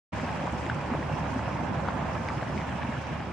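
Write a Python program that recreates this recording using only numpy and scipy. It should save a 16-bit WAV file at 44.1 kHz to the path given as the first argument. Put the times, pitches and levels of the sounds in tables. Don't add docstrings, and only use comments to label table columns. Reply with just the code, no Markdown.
import sys
import numpy as np
from scipy import signal
from scipy.io import wavfile
from scipy.ndimage import uniform_filter1d

SR = 44100
rng = np.random.default_rng(int(sys.argv[2]) if len(sys.argv) > 2 else 0)


def to_wav(s):
    ch = np.atleast_2d(s).T
    pcm = np.round(np.clip(ch, -1, 1) * 32767)
    wavfile.write(sys.argv[1], SR, pcm.astype(np.int16))


N = 146412

# frequency in Hz, left minus right in dB.
BALANCE = [(60, -0.5), (150, -2.2), (300, -0.5), (700, -4.5), (2000, -3.5), (4500, -1.5), (9000, -2),
           (13000, 17)]


def bubble_wash(vigour_db):
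    # frequency in Hz, relative level in dB.
    spectrum = [(420, -12), (540, 1), (700, -1.2), (880, 2), (1050, -1.5), (1280, -7.5), (1550, -5),
                (1900, -11.5), (2350, -12), (2900, -17), (3700, -25)]
    # time in seconds, relative level in dB.
    treble = [(0.15, -49.5), (0.51, -51.5), (2.3, -54.5), (3.08, -51), (3.3, -53.5)]
    # time in seconds, left minus right in dB.
    pan = [(.2, 2.5), (1.0, 1), (1.45, 0.5), (1.85, -0.5), (2.3, 1.4), (3.2, 1.5)]
    treble_db = in_time(treble)
    treble_db = uniform_filter1d(treble_db - treble_db.mean(), size=8000)

    def swell_db(hz):
        vigour_share = at_hz([(1000, 1.35), (1600, 1.2), (2400, 0.23)], hz)
        treble_share = at_hz([(1300, 0), (2400, 0.85)], hz)
        return vigour_db * vigour_share + treble_db * treble_share

    blur = banded_noise(spectrum, 422.7, 3930, bands=14, shared_db=0.68, own_db=1.38, flutter_hz=19,
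                        swell_db=swell_db)
    near = swarm(spectrum, 509, 2960, pitches=16, per_s=1000, cycles=7.4, size_db=3, spread_db=9)
    return (from_db(-36) * blur + from_db(-42.5 + 0.55 * vigour_db) * near) * panned(in_time(pan))


def pops():
    # peak time in seconds, pitch in Hz, peak in dB, attack in seconds.
    bursts = [(0.1992, 1710, -27, 0.0013), (0.2859, 1530, -29, 0.00088), (0.2923, 1816, -30, 0.00087),
              (0.4568, 580, -24, 0.0019), (0.4728, 1100, -25.5, 0.0014), (.4793, 750, -22, .0017),
              (.538, 760, -25.5, 0.0016), (0.63, 2150, -35, .0015), (0.665, 1960, -31, .0018),
              (0.6996, 1536, -18.5, .0026), (0.9027, 880, -25.5, 0.0016), (0.9381, 830, -20.5, 0.00103),
              (.9511, 640, -21, 0.0025), (1.0284, 1820, -30, 0.00155), (1.098, 620, -24.5, 0.0027),
              (1.3339, 1560, -31, 0.0017), (1.394, 1380, -29, 0.0015), (1.4805, 680, -27.5, 0.0022),
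              (1.5572, 880, -27, 0.0023), (1.6119, 750, -31, 0.0017), (1.8762, 1530, -28, 0.0012),
              (1.8864, 920, -19, 0.0018), (1.8875, 1400, -22.5, .0022), (1.9062, 970, -24.5, 0.002),
              (2.0978, 626, -24.5, 0.0023), (2.1508, 2500, -35, 0.0013), (2.2877, 2140, -24.5, .0015),
              (2.303, 1180, -28.5, 0.0029), (2.4125, 2000, -37, .002), (2.4258, 673, -21, 0.002),
              (2.43, 1590, -27, 0.0011), (2.4358, 886, -27.5, 0.0019), (2.4738, 1890, -32, .002),
              (2.578, 2130, -29, 0.0014), (2.599, 2180, -33, 0.0012), (2.6093, 2080, -32.5, .002),
              (2.6158, 1990, -29, 0.00082), (2.6916, 1960, -34.5, .002), (2.8232, 1780, -31, .0028),
              (2.8311, 2170, -31, .0014), (2.8345, 970, -26, 0.0023), (2.852, 900, -26, 0.0019),
              (2.925, 1950, -32, .0016), (2.97, 1450, -32.5, 0.0022), (3.2052, 1630, -30, 0.0013)]
    # multiple of the pitch, level in dB re the peak.
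    modes = [(2.4, -24), (3.3, -32)]
    rise = 0.027
    patter = splashes(bursts, gain_db=-22, half_s=0.01, ratio=0.98, half_octaves=0.6)
    snap = splashes(bursts, gain_db=-20, half_s=0.0007, ratio=1.7, half_octaves=0.19)
    overtones = 0
    for multiple, mode_db in modes:
        rows = [(peak_s, hz * multiple, db + mode_db, attack_s) for peak_s, hz, db, attack_s in bursts]
        overtones += bubbles(rows, rise)
    lowpass = signal.butter(4, 6400, fs=SR, output="sos")
    return (bubbles(bursts, rise) + signal.sosfilt(lowpass, patter + snap + overtones)) * panned(3)


def gulps():
    # peak time in seconds, pitch in Hz, peak in dB, attack in seconds.
    rows = [(.238, 239, -26, .012), (.440, 262, -27.5, 0.0062), (.666, 330, -29.5, .012),
            (.765, 158, -32, .014), (.906, 180, -22, 0.0049), (.923, 240, -23.5, .012),
            (.9425, 337, -28.5, 0.0077), (.9934, 287, -28.5, 0.0091), (1.009, 188, -29.5, 0.013),
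            (1.213, 141, -29, 0.011), (1.364, 249, -23.5, .018), (1.616, 175.5, -29, .02),
            (1.787, 151, -27, .022), (1.858, 190, -28.5, 0.013), (1.891, 164, -27.5, .012),
            (2.014, 137, -33, 0.02), (2.564, 197, -28.5, 0.014), (2.628, 161, -29, 0.017),
            (2.757, 192, -26.5, 0.015), (2.854, 257, -29.5, 0.0096), (2.894, 225, -23.5, 0.0077),
            (2.982, 132, -25.5, 0.019)]
    tones = bubbles(rows, rise=0.058)
    slosh = splashes(rows, gain_db=-15, half_s=0.013, ratio=1.07, half_octaves=0.99)
    return (tones + slosh) * panned(-0.9)


def churning(vigour_db):
    # frequency in Hz, relative level in dB.
    spectrum = [(22, -36), (32, -28), (45, -17.5), (60, -5), (90, -1.5), (155, 2.26), (210, -1), (320, -6),
                (410, -12)]
    rumble = banded_noise(spectrum, 19.77, 407.5, bands=13, shared_db=1.35, own_db=0.5, flutter_hz=14.6)
    return from_db(-34.5 + 0.46 * vigour_db) * rumble


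def spray():
    # frequency in Hz, relative level in dB.
    spectrum = [(3800, -6.5), (5000, 2), (7600, -6), (10000, -15), (12300, -51), (15500, -27)]
    # time in seconds, level in dB before gain.
    contour = [(.15, -57), (.55, -57.5), (.85, -60), (1.35, -58), (1.75, -60), (2.05, -60), (2.3, -57.5),
               (2.6, -59), (3.05, -60.5), (3.3, -62.5)]
    # peak time in seconds, pitch in Hz, peak in dB, attack in seconds.
    ticks = [(.3277, 5340, -41, .0003), (.4694, 6900, -44, 0.00046), (.5244, 7200, -42, 0.00047),
             (.6655, 6850, -42, 0.00041), (.6753, 5900, -45, .0003), (.7463, 7850, -44, 0.00025),
             (1.3415, 7400, -40, 0.00024), (2.134, 5440, -47.5, .0018), (2.2741, 6100, -46, 0.00107),
             (2.2869, 4580, -33, 0.00022), (2.6955, 6760, -47, .0004), (3.0687, 5340, -41, 0.00042)]
    hiss = banded_noise(spectrum, 3980, 15060, bands=12, shared_db=1.0, own_db=1.73, flutter_hz=19)
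    droplets = swarm(spectrum, 4600, 9400, pitches=10, per_s=500, cycles=5.8, size_db=5.5, spread_db=20)
    fizz = from_db(in_time(contour) + 1.5) * (hiss + from_db(-12) * droplets)
    return fizz + bubbles(ticks, rise=0.02) * panned(-6)


def engine(wander_rad=0.21):
    # time in seconds, firing rate in Hz.
    firing = [(0, 36.5), (1.0, 37), (2.0, 36.5), (3.3, 37.5)]
    # multiple of the firing rate, rms in dB before the contour.
    harmonics = [(2, -42.5), (3, -45.5), (4, -46.5)]
    # time in seconds, gain in dB.
    contour = [(0, -1), (1.2, 0.5), (2.0, -0.5), (3.3, -3.5)]
    firing_rad = 2 * np.pi * np.cumsum(in_time(firing)) / SR
    hum = 0
    for multiple, db in harmonics:
        phase_rad = multiple * firing_rad + wander_rad * drift(15) + 2 * np.pi * rng.random()
        hum += from_db(db) * np.sqrt(2) * np.sin(phase_rad)
    return from_db(in_time(contour)) * hum * panned(-0.6)


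def whine(hz=15734, rms_db=-92):
    return from_db(rms_db) * np.sqrt(2) * np.sin(2 * np.pi * hz * np.arange(N) / SR)


def bubbles(rows, rise):
    out = np.zeros(N)
    for peak_s, hz, db, attack_s in rows:
        i = np.arange(max(int((peak_s - attack_s) * SR), 0), min(int((peak_s + 4 * attack_s) * SR), N))
        age = np.maximum((i / SR - peak_s) / attack_s + 1, 0)
        envelope = (age * np.exp(1 - age)) ** 5
        pitch_hz = hz * np.exp(rise * (age - 1))
        phase_rad = 2 * np.pi * (np.cumsum(pitch_hz) / SR + rng.random())
        out[i] += from_db(db) * envelope * np.sin(phase_rad)
    return out


def splashes(rows, gain_db, half_s, ratio, half_octaves):
    out, reach = np.zeros(N), int(0.06 * SR)
    for peak_s, hz, db, _ in rows:
        i = int(peak_s * SR) + np.arange(-reach, reach)
        edges_hz = np.clip(hz * ratio * 2 ** (half_octaves * np.array([-1, 1])), 20, 0.45 * SR)
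        noise = rms_one(bandpass(rng.standard_normal(len(i)), edges_hz))
        envelope = np.exp(-((i / SR - peak_s) / half_s) ** 2)
        out[np.clip(i, 0, N - 1)] += from_db(db + gain_db) * envelope * noise
    return out


def swarm(spectrum, low_hz, high_hz, pitches, per_s, cycles, size_db, spread_db):
    out = np.zeros((2, N))
    for hz in np.geomspace(low_hz, high_hz, pitches):
        draws = rng.random((1500, 5))
        chance = per_s * N / SR / pitches / len(draws)
        when, _, size, sign, place = draws[draws[:, 1] < chance].T
        strength = np.sign(sign - 0.5) * from_db(size_db * np.minimum(-np.log(size), 4) + at_hz(spectrum, hz))
        pan_db = at_hz(BALANCE, hz) + spread_db * (2 * place - 1)
        clicks = np.zeros((2, N))
        clicks[:, (when * N).astype(int)] = strength * panned(pan_db)
        radius = np.exp(-np.log(1000) * hz / (cycles * SR))
        gain = (1 - radius ** 2) / 2
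        resonator = [gain, 0, -gain, 1, -2 * radius * np.cos(2 * np.pi * hz / SR), radius ** 2]
        out += signal.sosfilt([resonator, resonator], clicks + 1e-18)
    return rms_one(out)


def banded_noise(spectrum, low_hz, high_hz, bands, shared_db, own_db, flutter_hz, swell_db=lambda hz: 0):
    # frequency in Hz, correlation from -1 to 1.
    likeness = [(30, .92), (70, 0.76), (140, 1), (300, 0.68), (600, 0.7), (1000, 0.6), (2400, 0.5),
                (4000, 0.15), (9000, -0.21)]
    out, together = 0, drift(flutter_hz)
    edges_hz = np.geomspace(low_hz, high_hz, bands + 1)
    white = rng.standard_normal((2, 2, N))
    for k in range(bands):
        mid, side = bandpass(white[k % 2], edges_hz[k:k + 2])
        hz = np.sqrt(edges_hz[k] * edges_hz[k + 1])
        alike = at_hz(likeness, hz)
        stereo = np.sqrt(1 + alike) * mid + np.sqrt(1 - alike) * side * [[1], [-1]]
        flutter_db = shared_db * together + own_db * drift(flutter_hz)
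        gain = from_db(at_hz(spectrum, hz) + swell_db(hz) + flutter_db)
        out += gain * panned(at_hz(BALANCE, hz)) * stereo
    return rms_one(out)


def drift(rate_hz):
    hop, settle = 40, 2000
    pole = np.exp(-2 * np.pi * hop * rate_hz / SR)
    white = rng.standard_normal(N // hop + settle + 2)
    slow = signal.lfilter([1], [1, -2 * pole, pole ** 2], white)[settle:]
    return np.interp(np.arange(N) / hop, np.arange(len(slow)), rms_one(slow))


def bandpass(x, edges_hz):
    return signal.sosfilt(signal.butter(2, edges_hz, "band", fs=SR, output="sos"), x)


def from_db(db):
    return 10 ** (np.asarray(db) / 20)


def rms_one(x):
    return x / np.sqrt(np.mean(x ** 2) + 1e-20)


def in_time(rows):
    return np.interp(np.arange(N) / SR, *np.transpose(rows))


def at_hz(rows, hz):
    row_hz, values = np.transpose(rows)
    return np.interp(np.log(hz), np.log(row_hz), values)


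def panned(pan_db):
    return from_db(np.array([[0.5], [-0.5]]) * pan_db)


def scene():
    # time in seconds, relative level in dB.
    vigour = [(.15, 0), (.45, -1.2), (.7, -1.5), (1.1, -0.7), (1.5, 0), (1.85, 1), (2.2, -0.6), (2.6, -1.5),
              (3.0, -2.6), (3.3, -3.5)]
    vigour_db = in_time(vigour)
    return churning(vigour_db) + gulps() + bubble_wash(vigour_db) + pops() + spray() + engine()


def record(dry):
    start_s, fade_s, cutoff_hz = 0.12, 0.014, 15800
    fade_in = np.clip((np.arange(N) / SR - start_s) / fade_s, 0, 1)
    lowpass = signal.ellip(12, 0.1, 80, cutoff_hz, fs=SR, output="sos")
    return signal.sosfilt(lowpass, (dry + whine()) * fade_in)


dry = scene()
out = record(dry)
to_wav(out)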